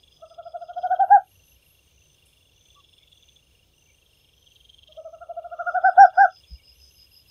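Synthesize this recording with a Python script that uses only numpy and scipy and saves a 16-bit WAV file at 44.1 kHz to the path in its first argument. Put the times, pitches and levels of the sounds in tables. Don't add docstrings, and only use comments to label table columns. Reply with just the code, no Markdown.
import sys
import numpy as np
from scipy import signal
from scipy.fft import rfft, irfft, next_fast_len
from scipy.io import wavfile
from scipy.ndimage import uniform_filter1d, minimum_filter1d

SR = 44100
rng = np.random.default_rng(int(sys.argv[2]) if len(sys.argv) > 2 else 0)


def transcribe(u):
    v = np.clip(np.atleast_2d(u).T, -1, 1)
    q = np.round(v * 32767).astype(np.int16)
    wavfile.write(sys.argv[1], SR, q)


N = 321974
T = np.arange(N) / SR


def undb(db):
    return 10 ** (np.asarray(db) / 20)


def unit(x):
    return x / np.sqrt(np.mean(x ** 2))


def curve(rows, axis=1):
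    rows = np.array(rows)
    return np.interp(T, rows[:, 0], rows[:, axis])


def add(out, s, x):
    i = int(round(s * SR))
    a, b = max(i, 0), min(i + len(x), N)
    if b > a:
        out[a:b] += x[a - i:b - i]


def progress(length_s):
    return np.linspace(0, 1, max(int(length_s * SR), 2))


def phase_of(hz):
    return 2 * np.pi * np.cumsum(hz) / SR


def smooth_twice(x, size):
    return uniform_filter1d(uniform_filter1d(x, size), size)


def noise(points):
    hz, db = np.transpose(points)
    size = next_fast_len(N)
    f_hz = np.maximum(np.fft.rfftfreq(size, 1 / SR), 1)
    gain = undb(np.interp(np.log(f_hz), np.log(hz), db))
    return unit(irfft(rfft(rng.standard_normal(size)) * gain, size)[:N])


def band(x, hz, width_hz):
    edges_hz = np.clip([hz - width_hz / 2, hz + width_hz / 2], 5, .45 * SR)
    return signal.sosfilt(signal.butter(2, edges_hz, "bandpass", fs=SR, output="sos"), x)


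def band_noise(hz, width_hz):
    return unit(band(rng.standard_normal(N), hz, width_hz))


def walk(rate_hz):
    k = int(SR / rate_hz)
    steps = np.repeat(rng.standard_normal(N // k + 1), k)[:N]
    return unit(uniform_filter1d(steps, k))


# f/Hz, relative level/dB
RUMBLE_SPECTRUM = [(12, -38), (20, -10.5), (27, -8), (82, 0), (214, -16), (519, -13.5), (809, -23.5),
                   (980, -24), (1500, -33), (1680, -35), (2000, -34.5), (2600, -61.5), (4400, -120)]
# t/s, low-line level/dB, upper-line level/dB (before upper_trim_db)
DRONE_LEVELS = [(0, -70, -72.5), (1.5, -68.5, -67.5), (4.3, -71.5, -78), (4.6, -64.5, -70),
                (6.3, -69, -78.5), (6.7, -61, -71), (7.3, -62, -68.5)]


def ventilation(rumble_db=-67, upper_trim_db=-2, top_line_db=-77):
    rumble = undb(rumble_db + .4 * walk(3.4)) * noise(RUMBLE_SPECTRUM)
    low_line = undb(curve(DRONE_LEVELS, axis=1)) * band_noise(63, 15)
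    upper_line = undb(curve(DRONE_LEVELS, axis=2) + upper_trim_db) * band_noise(96, 7)
    return rumble + low_line + upper_line + undb(top_line_db) * band_noise(147, 14)


# f/Hz, relative level/dB
WASH_SPECTRUM = [(2000, -10), (2500, -4.5), (3100, 4.5), (4000, -3), (4800, -6.5), (5700, -7.5),
                 (6400, -5.5), (7200, -11.5), (8200, -12.5), (9900, -10), (15500, -8.5)]
# f/Hz, width/Hz, chirp rate/Hz, level/dB
FAR_VOICES = [(2400, 300, 3, -80), (3300, 770, 24, -75), (5250, 200, 1.4, -78), (6290, 300, 1.6, -76.5),
              (8660, 400, 4.5, -79), (9450, 138, 1.8, -82)]


def far_singers(wash_db=-67.5, depth_db=5):
    out = undb(wash_db + .9 * walk(14)) * noise(WASH_SPECTRUM)
    for hz, width_hz, rate_hz, db in FAR_VOICES:
        beat = np.sin(phase_of(rate_hz * (1 + .15 * walk(3))))
        level = undb(depth_db * beat + 1.5 * walk(4))
        out += undb(db) * unit(level * band_noise(hz, width_hz))
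    return out


def swells(first_s, spell_s, period_s, length_s, warm_up_db, warm_up_chirps):
    level = np.zeros(N)
    shape = np.sin(np.pi * progress(length_s)) ** 2
    for k, s in enumerate(first_s + np.arange(0, spell_s, period_s)):
        add(level, s - length_s / 2, undb(warm_up_db * np.exp(-k / warm_up_chirps)) * shape)
    return level


# first chirp t/s, spell length/s, period/s, f/Hz, level/dB
RASP_SPELLS = [(-.515, 1.41, 0.1664, 4995, -64), (5.721, 1.7, .1613, 5060, -53)]


def rasps(stroke_hz=82, scrape=0.75):
    out, wander_hz = np.zeros(N), 25 * walk(100)
    scraping = scrape * band_noise(5060, 260)
    stroke = phase_of(stroke_hz * (1 + 0.044 * walk(60)))
    for first_s, spell_s, period_s, hz, db in RASP_SPELLS:
        ring = np.sin(phase_of(hz + wander_hz) + 0.44 * np.sin(stroke + 1))
        tone = (1 + 0.48 * np.cos(stroke)) * ring
        level = swells(first_s, spell_s, period_s, length_s=0.17, warm_up_db=-16, warm_up_chirps=1.1)
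        out += undb(db) * level * unit(unit(tone) + scraping)
    return out


def pips(hz=2790, pip_s=.016, pip_db=-56.5, pip_rate_hz=24.5, first_s=-.13, run_every_s=.352, rest_s=.06):
    out, u = np.zeros(N), progress(pip_s)
    for start_s in np.arange(first_s, T[-1], run_every_s):
        end_s = start_s + run_every_s - rest_s * (.5 + rng.random())
        for s in np.arange(start_s, end_s, 1 / pip_rate_hz):
            late, loud, sharp = rng.standard_normal(3)
            tone = np.sin(phase_of(hz * (1 + .01 * sharp + .04 * (.5 - u))))
            pip = undb(pip_db + 1.5 * loud) * np.sin(np.pi * u) ** 2 * tone
            add(out, s - pip_s / 2 + 0.0018 * late, pip)
    return out


# delay/ms, level/dB
ECHOES = [(8.5, -21), (19, -20), (33, -17)]


def hall(x, wet_db, gap_s=0.0076, t60_s=.12):
    t = T[:SR // 2]
    decay = undb(-60 * t / t60_s) * np.clip(t / gap_s - 1, 0, 1)
    tail = rng.standard_normal(len(t)) * decay
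    out = x + undb(wet_db) * signal.fftconvolve(x, tail / np.linalg.norm(tail))[:N]
    for ms, db in ECHOES:
        out = out + undb(db) * np.interp(T - ms / 1000, T, x, left=0)
    return out


# last note t/s, length/s, period/s, slowing/s, swell/s, f/Hz, level/dB (before croak_db)
CROAK_BOUTS = [(.689, .72, 0.044, .026, 1.55, 3400, -52.5), (1.016, 0.32, .044, .003, .6, 3250, -47.5),
               (3.375, 1.7, .0465, .056, 1.1, 3470, -53), (4.98, 1, .0453, .001, .56, 3236, -46),
               (6.449, 1.25, 0.048, 0.047, 1.05, 3460, -55)]


def croak_notes(swell_db=18, slowing_notes=1.4, scatter_db=1.5):
    for last_s, length_s, period_s, slowing_s, swell_s, hz, db in CROAK_BOUTS:
        for k, chance in enumerate(rng.standard_normal(size=50)):
            before_s = k * period_s + slowing_s * (1 - np.exp(-k / slowing_notes))
            if before_s < length_s:
                soft = 1 - np.exp(-(before_s / swell_s) ** 3)
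                yield last_s - before_s, hz, db - swell_db * soft + scatter_db * chance


def croaks(croak_s=.034, sweep=.08, croak_db=1.46, octave_db=-22, grain_hz=170):
    out, buzz_level = np.zeros((2, N))
    u = progress(croak_s)
    swell = np.sin(np.pi * u ** 2.2) ** 2
    for s, hz, db in croak_notes():
        grain = 1 + .6 * np.sin(2 * np.pi * (grain_hz * croak_s * u + rng.random()))
        note = undb(db + croak_db) * swell * grain
        phase = phase_of(hz * (1 + sweep * (.6 - u)))
        add(out, s - 0.93 * croak_s, note * (np.sin(phase) + undb(octave_db) * np.sin(2 * phase)))
        add(buzz_level, s - 0.98 * croak_s, note)
    return out + buzz_level * band_noise(3400, 600) * .42


def trills(first_s=.124, every_s=.601, trill_db=-59, hz=6130, stroke_rate_hz=65, stroke_s=0.011,
           sweep=0.058, scatter_db=1, count=15):
    out, u = np.zeros(N), progress(stroke_s)
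    for s in np.arange(first_s, T[-1] - .3, every_s):
        db = trill_db + scatter_db * rng.standard_normal()
        for k in range(count):
            slack = np.exp(-k / 2.1)
            pitch_hz = hz * (1 - 0.058 * slack + sweep * (.5 - u) + .003 * rng.standard_normal())
            stroke = undb(db - 11 * slack) * np.sin(np.pi * u) * np.sin(phase_of(pitch_hz))
            add(out, s + k / stroke_rate_hz, stroke)
    return out


def hoot(length_s, top_hz, db, octave_db, rise=.16, fall=0.19, inset_s=.008, throat_db=-0.17,
         third_db=-62, whistle_db=12, air_db=-44, lead_s=.03):
    attack_s, release_s, jitter = .0034, .004, .005
    t = np.arange(-lead_s, length_s + lead_s, 1 / SR)
    u = np.clip(t / length_s, 0, 1)
    sag = np.where(u < .45, rise * (1 - u / .45) ** 2, fall * ((u - .45) / .55) ** 2)
    opening = 1 + np.exp((inset_s - t) / attack_s)
    closing = 1 + np.exp((t - length_s + inset_s) / release_s)
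    pressure = 1 / opening / closing
    effort = undb(db + throat_db * (10 * sag) ** 2) * pressure
    wobble, flutter = (unit(smooth_twice(rng.standard_normal(len(t)), 180)) for _ in range(2))
    wobble = wobble * (1 - db / 22)
    phase = phase_of(top_hz * (1 - sag * (length_s / 0.078) ** 0.32 + jitter * wobble))
    octave = band(effort * undb(octave_db + 2 * flutter) * np.sin(2 * phase), 1420, 660)
    third = undb(third_db) * effort * np.sin(3 * phase)
    whistle = undb(whistle_db + 2.42 * octave_db) * effort ** 5 * band(np.sin(7 * phase), 5575, 120)
    hiss = rng.standard_normal(len(t))
    breath = unit(band(hiss, 1300, 1600) + 0.36 * band(hiss, 7000, 10000))
    air = breath * undb(air_db) * effort ** 1.6 * np.exp(-u / 0.11)
    return t[0], effort * np.sin(phase), octave + third + whistle + air


def mid_call(gap_s=0.23, ramp_s=.04):
    waiting = np.any([(T < s) & (T > s - gap_s) for s, _, _ in HOOTS], axis=0)
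    return uniform_filter1d(waiting.astype(float), int(ramp_s * SR))


# t/s, top f/Hz, note length/s
CALL_SHAPE = [(.23, 671.3, .039), (.77, 721, 0.045), (1.02, 782.8, .06), (1.14, 829, .079),
              (4.9, 624.6, 0.049), (5.2, 688.8, .041), (5.65, 702, 0.046), (5.87, 779.3, .068),
              (6.02, 805.6, .091), (6.22, 805.7, .094)]
# middle t/s, level/dB (before throat and hall), octave level/dB re fundamental
HOOTS = [(.237, -35.5, -12), (.32, -42, -10), (.397, -31, -16), (.471, -31.5, -19), (.557, -26, -22.5),
         (.627, -30, -21.5), (.703, -31.5, -16), (.781, -23.5, -25.5), (.853, -18.5, -21.5),
         (.926, -14, -18.5), (1.019, -11, -24.5), (1.14, -5.5, -20), (4.905, -50.5, -20),
         (4.99, -33, -24.5), (5.065, -31.5, -22), (5.144, -34.5, -15.5), (5.225, -34.5, -7),
         (5.308, -27, -24.5), (5.384, -25, -25), (5.458, -30.5, -16.5), (5.532, -29, -9),
         (5.608, -24.5, -4), (5.683, -22.5, -1), (5.767, -16.5, -10), (5.869, -9.5, -8.5), (6.017, -3, -14),
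         (6.218, -8.5, -8)]


def owl(hall_db=-15, haze_db=-26.5, husk_tilt_db=2, haze_s=.055, haze_lead_s=0.016, overtone_wet_db=4):
    low, high = np.zeros((2, N))
    top_hz, length_s = curve(CALL_SHAPE, axis=1), curve(CALL_SHAPE, axis=2)
    for s, db, octave_db in HOOTS:
        i = int(s * SR)
        offset_s, fundamental, overtones = hoot(length_s[i], top_hz[i], db, octave_db)
        start_s = s - length_s[i] / 2 + offset_s
        add(low, start_s, fundamental)
        add(high, start_s, overtones)
    out = hall(low, hall_db) + hall(high, hall_db + overtone_wet_db)
    phase = phase_of(.93 * top_hz)
    size, husk = int(haze_s * SR), undb(haze_db) * mid_call()
    for k, partial in enumerate((low, high), 1):
        swell = np.interp(T + haze_lead_s, T, smooth_twice(np.abs(partial), size))
        level = husk * undb(husk_tilt_db * (k - 1.5)) * np.abs(swell) ** 0.8
        husky_tone = band_noise(65, 77) * np.sin(k * phase) + band_noise(65, 77) * np.cos(k * phase)
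        out += level * husky_tone
    return out


# first buzz t/s, spell length/s, period/s, level/dB
BUZZ_SPELLS = [(.92, .88, .196, -64), (3.85, .8, .18, -76.5), (6.59, .83, .186, -64)]


def katydid():
    level = np.zeros(N)
    for first_s, spell_s, period_s, db in BUZZ_SPELLS:
        level += undb(db) * swells(first_s, spell_s, period_s, length_s=.25, warm_up_db=-13, warm_up_chirps=.8)
    return level * band_noise(11500, 600)


def tick(s=2.255, db=-63, decay_s=0.074):
    return undb(db) * (T > s) * np.exp(-np.abs(T - s) / decay_s) * band_noise(9900, 3000)


# middle t/s, length/s, f/Hz, level/dB
PEEPS = [(2.784, 0.08, 1145, -53), (3.03, 0.087, 2202, -66), (3.902, 0.0804, 2330, -61),
         (6.6, .12, 2300, -63)]


def peeps(waver=0.032):
    out, wobble = np.zeros(N), walk(150)
    for s, length_s, hz, db in PEEPS:
        u = progress(length_s)
        pitch_hz = hz * (1 + waver * wobble[int(s * SR):][:len(u)])
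        add(out, s - length_s / 2, undb(db) * np.sin(np.pi * u) ** 2 * np.sin(phase_of(pitch_hz)))
    return out


def thump(s=6.536, hz=61, width_s=0.02, db=-33, knock_hz=160, knock_db=-49):
    t = T - s
    boom = undb(db) * np.exp(-(t / width_s) ** 2) * -np.sin(2 * np.pi * hz * t)
    knock = undb(knock_db) * np.exp(-((t + width_s) / 0.009) ** 2) * np.cos(2 * np.pi * knock_hz * t)
    return boom + knock


def ducking(call, depth_db=-6, threshold_db=-31, hold_s=0.068, ramp_s=.06, lag_s=0.023):
    peak = -minimum_filter1d(-np.abs(call), size=int(hold_s * SR))
    loud = uniform_filter1d(np.minimum(peak / undb(threshold_db), 1), int(ramp_s * SR))
    return undb(depth_db * np.interp(T - lag_s, T, loud))


# t/s, level/dB
CHORUS_DRIFT = [(0, -3), (1.5, -0.14), (4.9, -1.5), (6.5, 1.03)]


def scene(rumble_duck=.4, frogs_wet_db=-14):
    call = owl()
    duck = ducking(call)
    room = ventilation() * duck ** rumble_duck + peeps() + tick() + thump()
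    singers = far_singers() + hall(croaks(), frogs_wet_db) + trills() + pips()
    chorus = singers * duck * undb(curve(CHORUS_DRIFT))
    return (call + room + chorus + rasps() + katydid())[None]


def record(dry, ceiling=.96, top_hz=15550):
    peak = -minimum_filter1d(-np.abs(dry), size=900)
    gain = smooth_twice(np.minimum(1, ceiling / peak), 400)
    return signal.sosfilt(signal.ellip(10, .2, 70, top_hz, fs=SR, output="sos"), dry * gain)


dry = scene()
out = record(dry)
transcribe(out)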